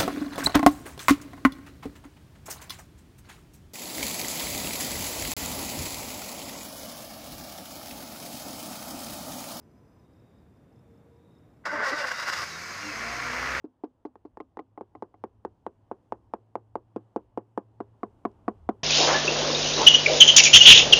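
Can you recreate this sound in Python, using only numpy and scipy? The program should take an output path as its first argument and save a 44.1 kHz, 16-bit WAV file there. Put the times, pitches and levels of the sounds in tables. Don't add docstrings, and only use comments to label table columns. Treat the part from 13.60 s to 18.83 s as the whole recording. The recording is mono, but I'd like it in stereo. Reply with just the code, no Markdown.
import sys
import numpy as np
from scipy import signal
from scipy.fft import rfft, irfft, next_fast_len
from scipy.io import wavfile
from scipy.ndimage import uniform_filter1d

SR = 44100
rng = np.random.default_rng(int(sys.argv[2]) if len(sys.argv) > 2 else 0)


def rack_gain(trim_db):
    fader = np.asarray(trim_db, float)
    return 10 ** (fader / 20)


def int16_out(signal):
    q = np.round(np.clip(np.atleast_2d(signal).T, -1, 1) * 32767)
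    wavfile.write(sys.argv[1], SR, q.astype(np.int16))


N = 230731
TIME = np.arange(N) / SR

# f/Hz, level/dB, t60/s, signed mode shape at the blow [ratio]
SIDE_PANEL = [(178, -23.5, 0.018, 0.73), (254.3, -22, 0.21, 0.38), (297.5, -4.5, 0.046, 0.91),
              (314, -7.5, 0.068, -0.6), (427, 0.5, 0.026, -1.02), (465, -3, 0.024, 1),
              (597, -11, 0.056, -0.61), (650, -13.5, 0.043, 0.9), (720, -10.5, 0.023, -1.9),
              (830, -30.5, 0.14, -0.67), (890, -18.5, 0.039, -1.4), (1113, -25, 0.038, -1.03),
              (1270, -37, 0.019, 0.88), (2100, -6, 0.0049, -1.6)]
RAIL_PANEL = [(172, -31.5, 0.084, 0.89), (263, -30, 0.22, 0.76), (303, -7, 0.048, 0.87),
              (321, -10.5, 0.063, -0.76), (434, 0, 0.03, -1.2), (456.5, 2.3, 0.02, 1),
              (580, 3.2, 0.026, -0.56), (642, -3, 0.023, 0.96), (728, -10, 0.064, -0.83),
              (803, -4.5, 0.029, -0.93), (810, -29, 0.024, -0.64), (1050, -9.5, 0.047, -0.77),
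              (1222, -23, 0.067, -1.14), (1986, -0.5, 0.011, -1.03)]
SOLID_PANEL = [(105, -25.5, 0.12, 0.82), (209, -19.5, 0.046, 1), (337.8, -21, 0.067, -1.68),
               (367.7, -16.5, 0.073, -0.91), (407.5, -2.5, 0.019, 0.9), (516, -30, 0.14, 0.37),
               (532, -19, 0.046, -1.8), (580, -15.5, 0.026, -1.58), (693, -12.5, 0.023, -1.67),
               (854, -8, 0.017, -1.13), (1042, -1, 0.0063, -0.51), (1510, -27, 0.0029, -0.0047),
               (1836, -30, 0.069, -2.2), (2010, 5.5, 0.0037, -0.95)]
EDGE_PANEL = [(105, -24, 0.053, 0.36), (205.5, -21.0, 0.057, 0.77), (303.4, -34, 0.14, -0.87),
              (333, -16, 0.06, -0.77), (378.4, -26, 0.1, 0.9), (402, -19.5, 0.063, 1),
              (468.6, -18, 0.055, -1.06), (515, -7, 0.049, -0.63), (605, -24.5, 0.035, -2.4),
              (688, -18, 0.054, -0.9), (832, -24, 0.051, -1.05), (910, -49.5, 0.12, -0.55),
              (1200, -11, 0.0065, 0.94), (1430, -24.5, 0.0028, 1), (1790, 0.5, 0.027, -0.37)]
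HOLLOW_PANEL = [(106, -25, 0.11, 0.45), (214.4, -19, 0.089, 0.99), (230.3, -17.5, 0.037, -0.82),
                (248, -8.5, 0.031, 0.94), (341, -7, 0.034, -0.98), (405.8, -13.5, 0.12, 0.44),
                (464.4, -4.5, 0.033, 0.81), (570, -16.5, 0.037, 1), (683, -0.5, 0.04, 0.75),
                (755, -5.5, 0.034, -0.82), (997, -19, 0.068, -0.98), (1098, 3.5, 0.025, 0.43),
                (1750, -0.5, 0.016, -1.24), (1960, 10, 0.032, 0.8)]
# t/s, level/dB, stiffness of the spot/dB, hardness of the blow/dB
SIDE_TAPS = [
    (0.042, -33, -5, -7),
    (0.2364, -28, -0.5, 6),
    (0.4514, -31, -1.5, 20.5),
    (0.651, -38.5, -1.3, 14),
]
RAIL_TAPS = [
    (0.8022, -33, -4.5, 3.5),
    (0.9912, -32, -2.5, 2.5),
    (1.1762, -35.5, 3.5, -0.5),
    (1.3514, -39.5, 1.5, 2),
    (1.5415, -48.5, 7, 2),
]
SOLID_TAPS = [(0.5559, -44.5, -3.5, 10), (0.7717, -37.5, -2, 9.5), (0.9711, -34, -5, 11.5),
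              (1.2097, -31.5, -1, -4), (1.4236, -28, 0, -1), (1.6389, -27.5, -1.5, 5.5),
              (1.8498, -26, -2.5, 5.5), (2.0651, -26.5, 1, 4.5), (2.3136, -26, 3.5, -17),
              (2.5225, -23.5, 6.5, 6), (2.7372, -23.5, 7, 4), (2.9546, -23, 7, 3.5), (3.155, -23, 5, 1.5)]
EDGE_TAPS = [
    (3.3615, -24.5, -5.5, -20),
    (3.5612, -20.5, 3.7, 0.5),
    (3.7748, -22.5, 1.5, 3.2),
    (3.976, -21, 3.5, 13),
]
HOLLOW_TAPS = [
    (4.2039, -26.5, -5.5, -9.5),
    (4.432, -24.5, -3.5, 4),
    (4.6517, -20, -0.5, 3.5),
    (4.8807, -18.5, 1.5, 5.5),
    (5.0902, -16.5, 0, -19.5),
]
# ping f/Hz, ping level/dB, rattle level/dB,
# rattle decay/s
PINGS_AND_RATTLES = [
    (3680, -8.5, -5, 0.011),
    (2400, 0.5, -9, 0.0072),
    (1584, -1.5, -14.5, 0.0028),
    (1840, -8, -2.5, 0.0027),
    (2010, 10.5, -6, 0.0031),
]
# contact/s, boom level/dB, boom per stiffness [dB/dB],
# tick level/dB, tick per hardness [dB/dB]
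ANSWERS = [
    (0.0013, -0.9, -1.8, -24, 0.19),
    (0.00075, 3.8, 0.17, -23, 3.1),
    (0.000954, -3, -0.03, -13, 0.37),
    (0.00106, 2, -0.15, -17.5, -.1),
    (0.001, 3, 0.83, -22.5, 0),
]


def mallet():
    tables = (SIDE_TAPS, RAIL_TAPS, SOLID_TAPS, EDGE_TAPS, HOLLOW_TAPS)
    panels = (SIDE_PANEL, RAIL_PANEL, SOLID_PANEL, EDGE_PANEL, HOLLOW_PANEL)
    blows = sum(taps(*run) for run in zip(tables, panels, PINGS_AND_RATTLES, ANSWERS))
    weak_below = signal.butter(3, 160.0, "highpass", fs=SR, output="sos")
    return signal.sosfilt(weak_below, blows)


def taps(table, panel, tail, answer):
    contact_s, boom_db, boom_per_stiff, tick_db, tick_per_hard = answer
    out = np.zeros((2, N + 16384))
    t = np.arange(12000) / SR
    fade = np.clip((t[-1] - t) / 0.05 - 1, 0, 1)
    for start_s, db, stiff_db, hard_db in table:
        colour_db = [boom_db + boom_per_stiff * stiff_db, 0, stiff_db, hard_db]
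        body = knock(panel, colour_db, contact_s, t)
        snap = rack_gain(tick_db + tick_per_hard * hard_db) * tick(t, tail)
        hull = murmur(t)
        blow = ports(body + snap + hull[0]) + rack_gain(5.0) * hull[1:]
        start = int(start_s * SR)
        out[:, start:start + len(t)] += rack_gain(db) * fade * blow
    return out[:, :N]


COLOUR_HZ = (250, 450, 720, 1200)


def knock(panel, colour_db, contact_s, t):
    hz, db, t60, shape = np.transpose(panel)[:, :, None]
    chance = rng.standard_normal((2, len(panel), 1))
    omega = 2 * np.pi * hz * (1 + 0.003 * chance[0])
    mode_db = db + np.interp(np.log(hz), np.log(COLOUR_HZ), colour_db) + 0.6 * chance[1]
    size = shape * rack_gain(mode_db)
    decay = np.exp(-np.log(1000) * t / t60)
    bend = np.sum(size / omega ** 2 * np.sin(omega * t) * decay, axis=0)
    push = np.sin(np.pi * np.clip(t[:200] / contact_s, 0, 1)) ** 2
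    sound = np.diff(np.convolve(bend, push)[:len(t)], 2, prepend=[0, 0])
    return sound / np.sqrt(np.mean(sound[:500] ** 2))


# f/Hz, level/dB
TICK = [(1500, -4.4), (2500, 2.5), (3800, -16.5), (5000, -16.5), (8000, -23), (12000, -29.5),
        (16000, -35.5)]


def tick(t, tail):
    ping_hz, ping_db, rattle_db, rattle_s = tail
    swell = t / rattle_s * np.exp(1 - t / rattle_s * 2.46)
    grit = rng.standard_normal((2, len(t))) * swell
    scrape = 0.15 * rng.standard_normal(len(t)) * np.exp(-np.abs(t - 0.0007) / 0.0004)
    contact = (np.arange(len(t)) == 30) + scrape
    click = band(colour(contact, TICK), 5000.0, 4.0)
    rattle = band(colour(grit[0], TICK), 5000.0, 4.0)
    ping = band(grit[1], ping_hz, 0.7)
    parts = zip((click, rattle, ping), (0, rattle_db, ping_db))
    return sum(rack_gain(db) * part / np.max(np.abs(part)) for part, db in parts)


# f/Hz, level above the tap/dB, t60/s
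HULL = [(238, -28, .13), (407, -26, 0.17), (635, -28, 0.12), (915, -25.5, 0.1), (1318, -31.5, 0.072),
        (2380, -43.5, 0.057)]


def murmur(t):
    swell = 1 - np.exp(-t / 0.0002)
    out = 0
    for hz, db, t60 in HULL:
        noise = rng.standard_normal((3, len(t)))
        noise = unit(band(band(noise, hz, 0.75), hz, 0.75))
        out = out + rack_gain(db) * noise * swell * np.exp(-np.log(1000) * t / t60)
    return out


def shackle():
    age = np.maximum(TIME - 4.7155, 0)
    metal = unit(band(rng.standard_normal(N), 3600.0, 1.5))
    return rack_gain(-65.5) * ports(metal * (age > 0) * np.exp(-age / 0.0018))


# t/s, firing f/Hz
HUM = [
    (0, 104),
    (1.3, 105),
    (2.15, 98),
    (2.3, 106.5),
    (2.75, 110),
    (3.4, 111.4),
    (4.7, 110),
    (4.9, 106),
    (5.23, 110),
]


def engine():
    enters_s, fade_s, hidden_db = 0.895, 0.35, -15.5
    hz = np.interp(TIME, *np.transpose(HUM))
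    waver = 0.65 + 0.55 * (walk(20) + 1j * walk(20))
    note = np.real(waver * np.exp(2j * np.pi * np.cumsum(hz) / SR))
    hidden = np.clip(1 - (TIME - enters_s) / fade_s, 0, 1)
    level_db = -58.5 + 0.4 * (hz - 110) + hidden_db * hidden
    return rack_gain(level_db) * ports(note)


# t/s, level/dB
HARBOUR = [
    (0.0, -3.5),
    (1.15, -3.5),
    (1.35, -1),
    (2.0, -1),
    (2.5, 1.5),
    (3.2, -1.5),
    (3.48, 1.5),
    (3.8, -1.1),
    (4.76, 5.5),
    (5.23, 4.5),
]
# f/Hz, level/dB per Hz
WASH = [(20, -14), (45, -5.5), (80, -0.5), (120, -3.5), (150, -7.5), (300, -7.5), (450, -14), (950, -16),
        (1550, -27.5), (2300, -36), (3000, -33.5), (3900, -41), (9000, -45), (16000, -59)]


def harbour():
    wash_db = np.interp(TIME, *np.transpose(HARBOUR))
    hiss_db = 0.94 * wash_db
    wind_db = 1.5 * wash_db + 4.5 * walk(10)
    size = next_fast_len(N)
    shared = rfft(ports(colour(rng.standard_normal(size), WASH)))
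    apart = rfft(colour(rng.standard_normal((2, size)), WASH))
    octave = np.log2(np.maximum(np.fft.rfftfreq(size, 1 / SR), 1))
    like = np.clip(np.interp(octave, np.log2([140, 400, 2000]), [0.85, 0.3, 0.08]), 0, 1)
    lean = rack_gain(np.interp(octave, np.log2([199, 395, 990, 1320]), [0.7, 5.3, 5.1, 0.39]))
    sides = np.array([lean, np.ones_like(lean)])
    wash = np.sqrt(like) * shared + np.sqrt(1 - like) * apart * sides
    out = 0
    for hz in 21 * 2 ** np.arange(0, 10, 0.5):
        db = wind_db if hz < 100 else wash_db if hz < 1800 else hiss_db
        window = np.clip(1 - 2 * np.abs(octave - np.log2(hz)), 0, 1)
        flicker_db = 0.7 * walk(9)
        out = out + rack_gain(db + flicker_db) * irfft(wash * window, size)[:, :N]
    return rack_gain(-62.5) * unit(out)


# delay/s, gain [ratio]
LEFT_PATHS = [
    (.00018, 0.48),
    (.00096, 0.66),
    (.00166, -0.43),
]


def ports(x):
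    shadow_cycles = 0.62
    size = next_fast_len(len(x))
    f = np.fft.rfftfreq(size, 1 / SR)
    paths = 0
    for delay, gain in LEFT_PATHS:
        dull = 1 / np.sqrt(1 + (f * delay / shadow_cycles) ** 2)
        paths = paths + gain * np.exp(-2j * np.pi * f * delay) * dull
    left = irfft(rfft(x, size) * paths, size)[:len(x)]
    return np.array([left, x])


def unit(x):
    return x / np.sqrt(np.mean(x ** 2))


def band(x, hz, octaves):
    edges = hz * 2 ** (np.array([-octaves, octaves]) / 2)
    edges = np.minimum(edges, SR / 2.1)
    return signal.sosfilt(signal.butter(2, edges, "bandpass", fs=SR, output="sos"), x)


def colour(x, table):
    hz, db = np.transpose(table)
    size = next_fast_len(x.shape[-1])
    f = np.maximum(np.fft.rfftfreq(size, 1 / SR), 1)
    gain = rack_gain(np.interp(np.log(f), np.log(hz), db))
    return irfft(rfft(x, size) * gain, size)[..., :x.shape[-1]]


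def walk(rate):
    hold = int(SR / rate)
    steps = np.repeat(rng.standard_normal(N // hold + 1), hold)
    slewed = uniform_filter1d(uniform_filter1d(steps, hold), hold)
    return 1.3 * slewed[:N]


def scene():
    return mallet() + shackle() + engine() + harbour()


def band_limit(x):
    return signal.sosfilt(signal.butter(12, 15900, fs=SR, output="sos"), x)


def record(dry):
    return band_limit(dry)


dry = scene()
out = record(dry)
int16_out(out)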